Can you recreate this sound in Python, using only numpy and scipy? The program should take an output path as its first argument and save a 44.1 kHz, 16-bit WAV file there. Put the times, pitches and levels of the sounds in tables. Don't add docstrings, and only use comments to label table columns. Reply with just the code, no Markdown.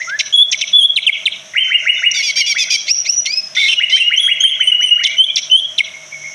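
import sys
import numpy as np
from scipy import signal
from scipy.fft import rfft, irfft
from scipy.io import wavfile
from scipy.ndimage import uniform_filter1d, minimum_filter1d

SR = 44100
rng = np.random.default_rng(int(sys.argv[2]) if len(sys.argv) > 2 else 0)


def nominal_scale(level):
    x = np.asarray(level, float) / 20
    return 10 ** x


def store_wav(level_fs):
    pcm = np.round(np.clip(np.atleast_2d(level_fs), -1, 1) * 32767)
    wavfile.write(sys.argv[1], SR, pcm.T.astype(np.int16))


N = 279594

# t/s, length/s, low voice top f/Hz, high voice top f/Hz, level/dB
BUZZES = [
    (2.138, 0.085, 2395, 3710, -14.5),
    (2.223, 0.092, 2470, 3400, -12.5),
    (2.355, 0.073, 2414, 3262, -8),
    (2.461, 0.072, 2437, 3472, -10),
    (2.578, .067, 2554, 3542, -10),
    (2.699, 0.064, 2488, 3357, -5),
]
# f/Hz, level/dB
BEAK_COLOUR = [(1000, -18.5), (1500, -14), (1900, -8), (2130, 0), (2400, -13.5), (3100, -0.7), (4400, -6.5),
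               (5900, 0), (7300, -4.5), (9000, 7.5), (10500, -9.5), (15000, -22)]
# f/Hz, level/dB
ECHO_COLOUR = [(900, -28.5), (1750, -17.5), (2100, 0.5), (2500, 0.5), (3200, 0.4), (4000, 2), (4600, -7),
               (5900, 7), (7000, -12), (10000, -35.5), (15000, -40)]
BLUR_HZ = 500


def rms_one(x):
    return x / np.sqrt(np.mean(x ** 2) + 1e-20)


def at_hz(points, hz):
    points_hz, points_db = np.transpose(points)
    return np.interp(np.log(np.abs(hz) + 1), np.log(points_hz), points_db)


def coloured(white, points):
    gain = nominal_scale(at_hz(points, np.fft.rfftfreq(len(white), 1 / SR)))
    return irfft(rfft(white) * gain, len(white))


def resonance(x, hz, width_hz):
    r = np.exp(-np.pi * width_hz / SR)
    poles = [1, -2 * r * np.cos(2 * np.pi * hz / SR), r * r]
    return signal.lfilter([(1 - r * r) / 2, 0, (r * r - 1) / 2], poles, x)


def drift(rate_hz):
    r = np.exp(-2 * np.pi * rate_hz / SR)
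    slow = signal.lfilter([1], [1, -2 * r, r * r], rng.standard_normal(N + SR))
    return rms_one(slow[SR:])


def breath_blur(share):
    return 1 - share + share * drift(BLUR_HZ)


def note_curves(rows, edge_s):
    s, *columns = np.transpose(rows)
    at = np.arange(max(round(s.min() * SR), 0), min(round(s.max() * SR), N))
    gate = np.clip(np.minimum(at - at[0], at[-1] - at) / (edge_s * SR), 0, 1)
    return at, np.sin(np.pi / 2 * gate) ** 2, [np.interp(at / SR, s, c) for c in columns]


def turns(hz):
    return 2 * np.pi * np.cumsum(hz) / SR


def yard_noise():
    # f/Hz, level/dB
    wash_colour = [(30, -26), (60, -23.5), (90, -19.5), (200, -4.5), (450, -7), (1000, -2), (2300, 1.5),
                   (3300, 3), (4500, -10), (7500, -10.5), (10500, -16.5), (12000, -22.5), (15500, -39)]
    return nominal_scale(-43) * rms_one(coloured(rng.standard_normal(N), wash_colour))


def hum():
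    # f/Hz, width/Hz, level/dB
    motor_lines = [(98.7, 13, -64.5), (148.9, 7.8, -59), (195.9, 23, -60.5), (355.8, 15, -66),
                   (399, 20, -67.5), (634, 78, -49.5)]
    white = rng.standard_normal(N)
    out = np.zeros(N)
    for hz, width_hz, db in motor_lines:
        line = resonance(resonance(white, hz, width_hz), hz, width_hz)
        out += nominal_scale(db) * rms_one(line)
    return out


def insects():
    # t/s, length/s, level/dB
    swells = [
        (-.05, 0.16, 11.5),
        (1.628, 0.1, 11.5),
        (1.775, 0.11, 9.5),
        (1.914, 0.15, 14),
        (6.052, 0.48, 6),
    ]
    centre_hz, band_hz, throb_hz, chorus_db = 5950, 1250, 230, -42
    t = np.arange(N) / SR
    swell_db = sum(db * np.sin(np.pi * np.clip((t - s) / length, 0, 1)) ** .5 for s, length, db in swells)
    throb = 1 + 0.13 * rms_one(resonance(rng.standard_normal(N), throb_hz, 120))
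    limits_hz = [centre_hz - band_hz / 2, centre_hz + band_hz / 2]
    band = signal.butter(2, limits_hz, "band", fs=SR, output="sos")
    hiss = signal.sosfilt(np.vstack([band, band]), throb * rng.standard_normal(N))
    return nominal_scale(chorus_db + swell_db + drift(30)) * rms_one(hiss)


def glides(table, overtones_db, edge, bend, blur, fade_db=0):
    out, breath = np.zeros(N), breath_blur(blur)
    for s, length, start_hz, end_hz, settle_s, db in table:
        at, gate, _ = note_curves([(s, 0), (s + length, 0)], edge_s=edge * length)
        t = (at - at[0]) / SR
        hz = end_hz + (start_hz - end_hz) * np.exp(-(t / settle_s) ** bend)
        for k, part_db in enumerate((0, *overtones_db)):
            part_hz = (k + 1) * hz
            heard = nominal_scale(db + part_db + fade_db * t + at_hz(BEAK_COLOUR, part_hz)) * (part_hz < .45 * SR)
            out[at] += gate * heard * (breath[at] if k else 1) * np.sin((k + 1) * turns(hz))
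    return out


def far_bird():
    # t/s, length/s, start f/Hz, end f/Hz,
    # level/dB
    pips = [(0, 0.017, 1586, 2330, -15.5), (1.536, 0.0042, 1960, 2260, -19.5),
            (1.958, 0.026, 3670, 3540, -37), (3.565, 0.022, 1376, 1560, -15),
            (3.76, 0.029, 3017, 2847, -16.5), (4.049, 0.04, 2974, 2864, -18),
            (4.714, 0.03, 2901, 2934, -6.5), (4.904, 0.029, 2893, 2877, -9),
            (4.987, 0.025, 2970, 2900, -16), (5.018, 0.055, 1540, 2268, -20.5),
            (5.09, 0.041, 2244, 2365, -19), (5.28, 0.022, 2480, 2286, -19),
            (5.932, 0.0168, 2205, 2160, -29.5), (6.02, 0.017, 2137, 2150, -46),
            (6.118, 0.021, 2240, 2178, -25), (6.237, 0.018, 2152, 2223, -24.5),
            (6.28, 0.02, 2160, 2130, -39)]
    slides = [
        (.068, .105, 1250, 2114, -5.5),
    ]
    notes = [(s, length, a, b, .014, db) for s, length, a, b, db in pips]
    notes += [(s, length, a, b, length, db) for s, length, a, b, db in slides]
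    return glides(notes, (-50, -50), edge=0.14, bend=1, blur=0)


def puffs():
    # t/s, length/s, level/dB
    other_puffs = [(0, 0.043, -39), (0.089, 0.017, -31.5), (0.187, 0.03, -16.5), (0.521, 0.016, -11.5),
                   (0.607, 0.017, -13), (2.107, 0.0084, -32), (2.853, 0.071, -26), (3.044, 0.031, -27.5),
                   (3.247, 0.031, -24), (3.546, 0.017, -23.5), (3.892, 0.02, -29.5),
                   (4.068, 0.0083, -39.5), (5.033, 0.014, -16.5), (5.06, .02, -22.5), (5.356, 0.046, -19),
                   (5.776, 0.024, -25.5)]
    buzz_puffs = [(row[0], 0.0059, -27.5) for row in BUZZES]
    out, air = np.zeros(N), rms_one(coloured(rng.standard_normal(N), ECHO_COLOUR))
    for s, length, db in other_puffs + buzz_puffs:
        at, gate, _ = note_curves([(s, 0), (s + length, 0)], edge_s=0.42 * length)
        out[at] += nominal_scale(db) * gate * air[at]
    return out


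def chips():
    # t/s, length/s, start f/Hz, end f/Hz, level/dB
    falling = [
        (.61, 0.031, 4110, 1675, -9),
        (.959, 0.029, 4260, 1630, -3),
        (1.064, 0.035, 3600, 1756, 2),
        (1.254, .027, 4225, 1605, -4),
        (2.114, 0.0043, 6000, 5600, -9.5),
        (5.062, 0.013, 3600, 3040, -18.5),
    ]
    snaps = [
        (.188, 0.023, 7356, 1858, -13.5),
        (.512, 0.036, 7700, 1884, -12),
        (3.257, 0.0067, 6350, 2570, -12.5),
        (3.997, 0.036, 3200, 2656, -10),
        (5.043, 0.026, 4230, 2785, -8.5),
        (5.357, 0.018, 6556, 3090, -7.5),
        (5.778, .034, 4420, 2020, -7.5),
    ]
    chip_overtones_db = (-30.5, -32)
    notes = []
    for table, fall_share in ((falling, .65), (snaps, .35)):
        notes += [(s, length, a, b, fall_share * length, db) for s, length, a, b, db in table]
    tick_lead_s, tick_s, tick_fall_s = 0.01, 0.0065, 0.0092
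    for s, length, *_ in BUZZES[1:]:
        notes.append((s + length - tick_lead_s, tick_s, 5150, 2400, tick_fall_s, -16))
    return glides(notes, chip_overtones_db, edge=0.14, bend=1.177, blur=0.97)


def whistles(table, divide, fourth_db, sixth_db):
    out = np.zeros(N)
    wobble, flutter_db, breath = 1 + .004 * drift(150), 3 * drift(40), breath_blur(.2)
    for rows in table:
        at, gate, (hz, first, second, third) = note_curves(rows, edge_s=0.0029)
        levels_db = [first, second, third, second + fourth_db, third - 22, second + sixth_db]
        phase = turns(hz / divide * wobble[at])
        parts = [np.sqrt(2) * nominal_scale(db) * np.sin((k + 1) * phase) for k, db in enumerate(levels_db)]
        out[at] += gate * nominal_scale(flutter_db[at]) * (sum(parts[:2]) + breath[at] * sum(parts[2:]))
    return out


def pure_whistles():
    # t/s, f/Hz
    whistle_paths = [
        [(0.325, 3140), (.342, 3342), (.36, 3258), (.405, 3313), (.435, 3454)],
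        [(.727, 3330), (.775, 3380), (.822, 3143), (.86, 3393)],
        [(4.162, 2783), (4.2, 3294), (4.28, 3140)],
        [(4.402, 3046), (4.43, 3263), (4.452, 3052), (4.498, 3240)],
        [(4.6, 3040), (4.65, 2825), (4.676, 2950), (4.7, 2920)],
        [(4.808, 2803), (4.835, 2963), (4.893, 2838)],
        [(5.167, 2893), (5.198, 3010), (5.235, 3134), (5.246, 3355)],
        [(5.498, 2794), (5.512, 2962), (5.545, 2993), (5.597, 3303)],
    ]
    # fundamental level/dB, early 2nd harmonic level/dB
    strengths = [(-9, -33), (-7.5, -50.5), (-9, -23.5), (-9, -22), (-13, -36), (-10.5, -24.5), (-6, -28.5),
                 (-8.5, -28)]
    hold_s, late_db = 0.022, -44
    third_db, third_early_db, third_from = -26.5, -51.5, 0.32
    notes, u = [], np.linspace(0, 1, num=24)
    for rows, (level_db, early_db) in zip(whistle_paths, strengths):
        s, hz = np.transpose(rows)
        t = u * (s[-1] - s[0])
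        hz = np.interp(s[0] + t, s, hz)
        first = level_db - 9 * np.exp(-t / .007)
        second = np.interp(t / hold_s, [0, .3, 1, 1.8], [early_db - 4.5, early_db, early_db, late_db])
        third = third_db - 12.5 * u + (third_early_db - third_db) * np.exp(-(u / third_from) ** 5.1)
        notes.append(np.transpose([s[0] + t, hz, first, second, third]))
    return whistles(notes, 0.98, fourth_db=-34, sixth_db=-72)


def second_bird():
    # t/s, length/s, end f/Hz, level/dB
    rising = [(1.545, 0.077, 3102, -7), (1.697, 0.061, 2873, -8.5), (1.851, 0.066, 2935, -6),
              (2.017, .064, 2910, -7.5), (2.186, 0.081, 2970, -20.5), (2.364, .098, 2884, -19.5),
              (2.546, 0.034, 2930, -11.5), (3.791, .071, 2942, -11), (3.956, 0.11, 2833, -15),
              (4.103, 0.047, 3140, -9), (4.27, .085, 2929, -10), (4.428, 0.11, 2980, -13.5),
              (4.593, 0.038, 3050, -11), (4.799, 0.037, 2720, -16), (4.972, .035, 2560, -18),
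              (5.002, 0.024, 2250, -15)]
    rise_overtones_db = (-59.5, -36.5)
    start_hz, settle_s = 1330, .0235
    notes = [(s, length, start_hz, hz, settle_s, db) for s, length, hz, db in rising]
    return glides(notes, rise_overtones_db, edge=0.11, bend=2.0, blur=0.33, fade_db=-120)


def two_voices(table, partials_db):
    voice_multiples = [(1, 0), (0, 1), (2, 0), (1, 1), (0, 2), (3, 0), (2, 1), (1, 2), (-1, 2), (0, 3),
                       (3, 1), (2, 2), (4, 1), (3, 2)]
    out, shake, flutter = np.zeros(N), drift(300), drift(510)
    air = rms_one(coloured(rng.standard_normal(N), ECHO_COLOUR))
    hiss = rms_one(coloured(rng.standard_normal(N), BEAK_COLOUR))
    waver, breath = 1 + .012 * drift(60), breath_blur(.5)
    for rows in table:
        at, gate, (low_hz, high_hz, level_db, share_db, rough) = note_curves(rows, edge_s=0.004)
        rough = np.clip(rough, 0, 1)
        low_hz = low_hz * waver[at]
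        high_hz = high_hz * waver[at] * (1 + 0.09 * rough * shake[at])
        low, high = turns(low_hz * (1 + 0.032 * rough * flutter[at])), turns(high_hz)
        out[at] += gate * nominal_scale(level_db - 21.5) * air[at]
        out[at] += gate * nominal_scale(level_db - 40) * hiss[at] * (1 + np.cos(high - low)) ** 2
        shaken_db = share_db + 5.1 * rough * np.clip(flutter[at], -2, 2)
        for (m, n), db in zip(voice_multiples, partials_db):
            gain_db = level_db + db + shaken_db * (n > 0) + at_hz(BEAK_COLOUR, m * low_hz + n * high_hz)
            breathy = breath[at] if m * n or m + n > 2 else 1
            out[at] += gate * nominal_scale(gain_db) * breathy * np.sin(m * low + n * high)
    return out


def buzzes():
    buzz_partials_db = [-5, -14, -6.5, -13, -23, -40, -48, -59, -19.5, -80, -43.5, -33.5, -30, -29]
    hook_s, hook_hz, sag_hz_per_s, drop_hz = .011, 306, 3200, 220
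    high_hook_hz, high_rest_hz, high_flick_hz = 364, 3200, 100
    share_db, rough = 4, .09
    notes = []
    for s, length, low_hz, high_hz, db in BUZZES:
        sagged_hz = low_hz - sag_hz_per_s * (length - 2 * hook_s)
        rows = [(s, low_hz - hook_hz, high_hz - high_hook_hz, db - 8),
                (s + hook_s, low_hz, high_hz, db),
                (s + length - hook_s, sagged_hz, high_rest_hz, db + 2.5),
                (s + length, sagged_hz - drop_hz, high_rest_hz + high_flick_hz, db - 11.5)]
        notes.append([(*row, share_db, rough) for row in rows])
    return two_voices(notes, buzz_partials_db)


def wire_ticks():
    # t/s, level/dB
    claw_ticks = [
        (2.659, -40),
    ]
    half_s = .002
    out = np.zeros(N)
    for s, db in claw_ticks:
        at, gate, _ = note_curves([(s - half_s, 0), (s + half_s, 0)], edge_s=half_s)
        out[at] += nominal_scale(db) * gate * rng.standard_normal(len(at))
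    return signal.sosfilt(signal.butter(4, 9500, "high", fs=SR, output="sos"), out + 1e-18)


def octave_whistles():
    # t/s, length/s, start octave f/Hz, end octave f/Hz, octave level/dB
    climbing = [
        (2.879, 0.068, 4064, 5754, -8),
        (3.06, 0.079, 4020, 5842, -9),
        (3.268, .133, 4160, 5144, -13.5),
    ]
    opening = 0.71
    notes, u = [], np.linspace(0, 1, num=16)
    opened = np.minimum(u / opening, 1)
    one = np.interp(u, [0, opening, 1], [-29, -37, -26])
    two = np.interp(u, [0, opening, 1], [-26, -2.5, 4.5])
    three = np.interp(u, [0, opening, 1], [-36, -49.5, -59])
    for s, length, start_hz, end_hz, db in climbing:
        hz = start_hz + (end_hz - start_hz) * np.sin(np.pi / 2 * opened)
        notes.append(np.transpose([s + u * length, hz, one, two + db * opened, three]))
    return whistles(notes, 2, fourth_db=-44.5, sixth_db=-41.5)


def rasps():
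    # t/s, low voice f/Hz, high voice f/Hz, level/dB
    rasp_paths = [
        [(3.563, 1985, 3700, -13.5), (3.595, 2262, 3610, -16.5), (3.64, 2130, 3720, -15.5),
         (3.685, 2146, 3840, -18)],
        [(3.68, 2598, 3160, -11), (3.71, 2884, 3130, -16), (3.742, 2612, 2760, -10)],
        [(3.895, 2232, 2820, -25), (3.925, 1986, 2993, -16.5), (3.957, 2400, 3200, -16),
         (3.99, 2567, 3215, -24)],
    ]
    # high voice share level/dB, roughness [0-1]
    voicings = [
        (-1, 0.7),
        (0.4, .6),
        (8.5, 0.05),
    ]
    rasp_partials_db = [1, 0, -16.5, -16.5, -24.5, -26.5, -41.5, -35, -10.5, -56, -54.5, -44, -50, -37.5]
    notes = [[(*row, *voicing) for row in rows] for rows, voicing in zip(rasp_paths, voicings)]
    return two_voices(notes, rasp_partials_db)


def cage(x):
    centre_hz, spread_hz, t60_s, shimmer_db = 9100, 1800, 0.097, -31
    top = signal.sosfilt(signal.butter(2, 7000, "high", fs=SR, output="sos"), x)
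    t = np.arange(SR // 4) / SR
    shimmer = rms_one(resonance(rng.standard_normal(len(t)), centre_hz, spread_hz))
    return signal.fftconvolve(top, shimmer * nominal_scale(shimmer_db - 60 * t / t60_s))[:N]


def yard_echo(x, echo):
    delay_s, db = np.transpose(echo)
    t = np.arange(SR // 2) / SR
    scatter = coloured(rng.standard_normal(len(t)), ECHO_COLOUR)
    scatter = scatter * nominal_scale(np.interp(t, delay_s, db, left=-99, right=-99))
    scatter = scatter * nominal_scale(2.6 * drift(130)[:len(t)])
    return signal.fftconvolve(x, scatter)[:N]


def back_wall(x):
    delay_s, smear_s, wall_db, cut_hz = .134, .012, -7, 1600
    t = np.arange(SR // 2) / SR
    smear = rng.standard_normal(len(t)) * np.exp(-((t - delay_s) / smear_s) ** 2)
    smear = nominal_scale(wall_db) * smear / np.sqrt(np.sum(smear ** 2))
    dull = signal.butter(2, cut_hz, fs=SR, output="sos")
    return signal.sosfilt(dull, signal.fftconvolve(x, smear)[:N])


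def held_over(level_db, limit_db, release_db_per_s, smooth):
    fall = release_db_per_s * np.arange(N) / SR
    held = np.maximum.accumulate(level_db + fall) - fall
    return uniform_filter1d(np.maximum(held - limit_db, 0), size=smooth)


def overload_db(song):
    level_db = 10 * np.log10(uniform_filter1d(song ** 2, size=441) + 1e-9)
    return held_over(level_db, -27, 298, smooth=661)


def scene():
    # delay t/s, level/dB per sample
    near_echo = [(.001, -15.5), (.012, -36.5), (.035, -47.5), (.05, -50.5), (0.059, -42), (.09, -48.5),
                 (0.144, -55), (.152, -60.5), (0.3, -69)]
    far_echo = [(.001, -16), (0.033, -31), (.06, -32), (.11, -37.5), (0.138, -40), (.155, -38), (.3, -68.5)]
    near = puffs() + chips() + pure_whistles() + buzzes() + octave_whistles() + rasps()
    rises = second_bird()
    far = far_bird() + rises
    birds = near + far
    echoes = yard_echo(near, near_echo) + yard_echo(far, far_echo) + back_wall(rises)
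    song = birds + cage(birds) + nominal_scale(-.25 * overload_db(birds)) * echoes
    over_db = overload_db(song)
    background = nominal_scale(-.3 * over_db) * (yard_noise() + hum()) + nominal_scale(-.8 * over_db) * insects()
    return (song + background + wire_ticks())[None]


def band_limit(x):
    return signal.sosfilt(signal.butter(12, 15670, fs=SR, output="sos"), x)


def record(dry):
    peak_db = 20 * np.log10(-minimum_filter1d(-np.abs(dry[0]), size=265) + 1e-9)
    cut_db = held_over(peak_db, -1.3, 150, smooth=133)
    return band_limit(dry * nominal_scale(-cut_db))


dry = scene()
out = record(dry)
store_wav(out)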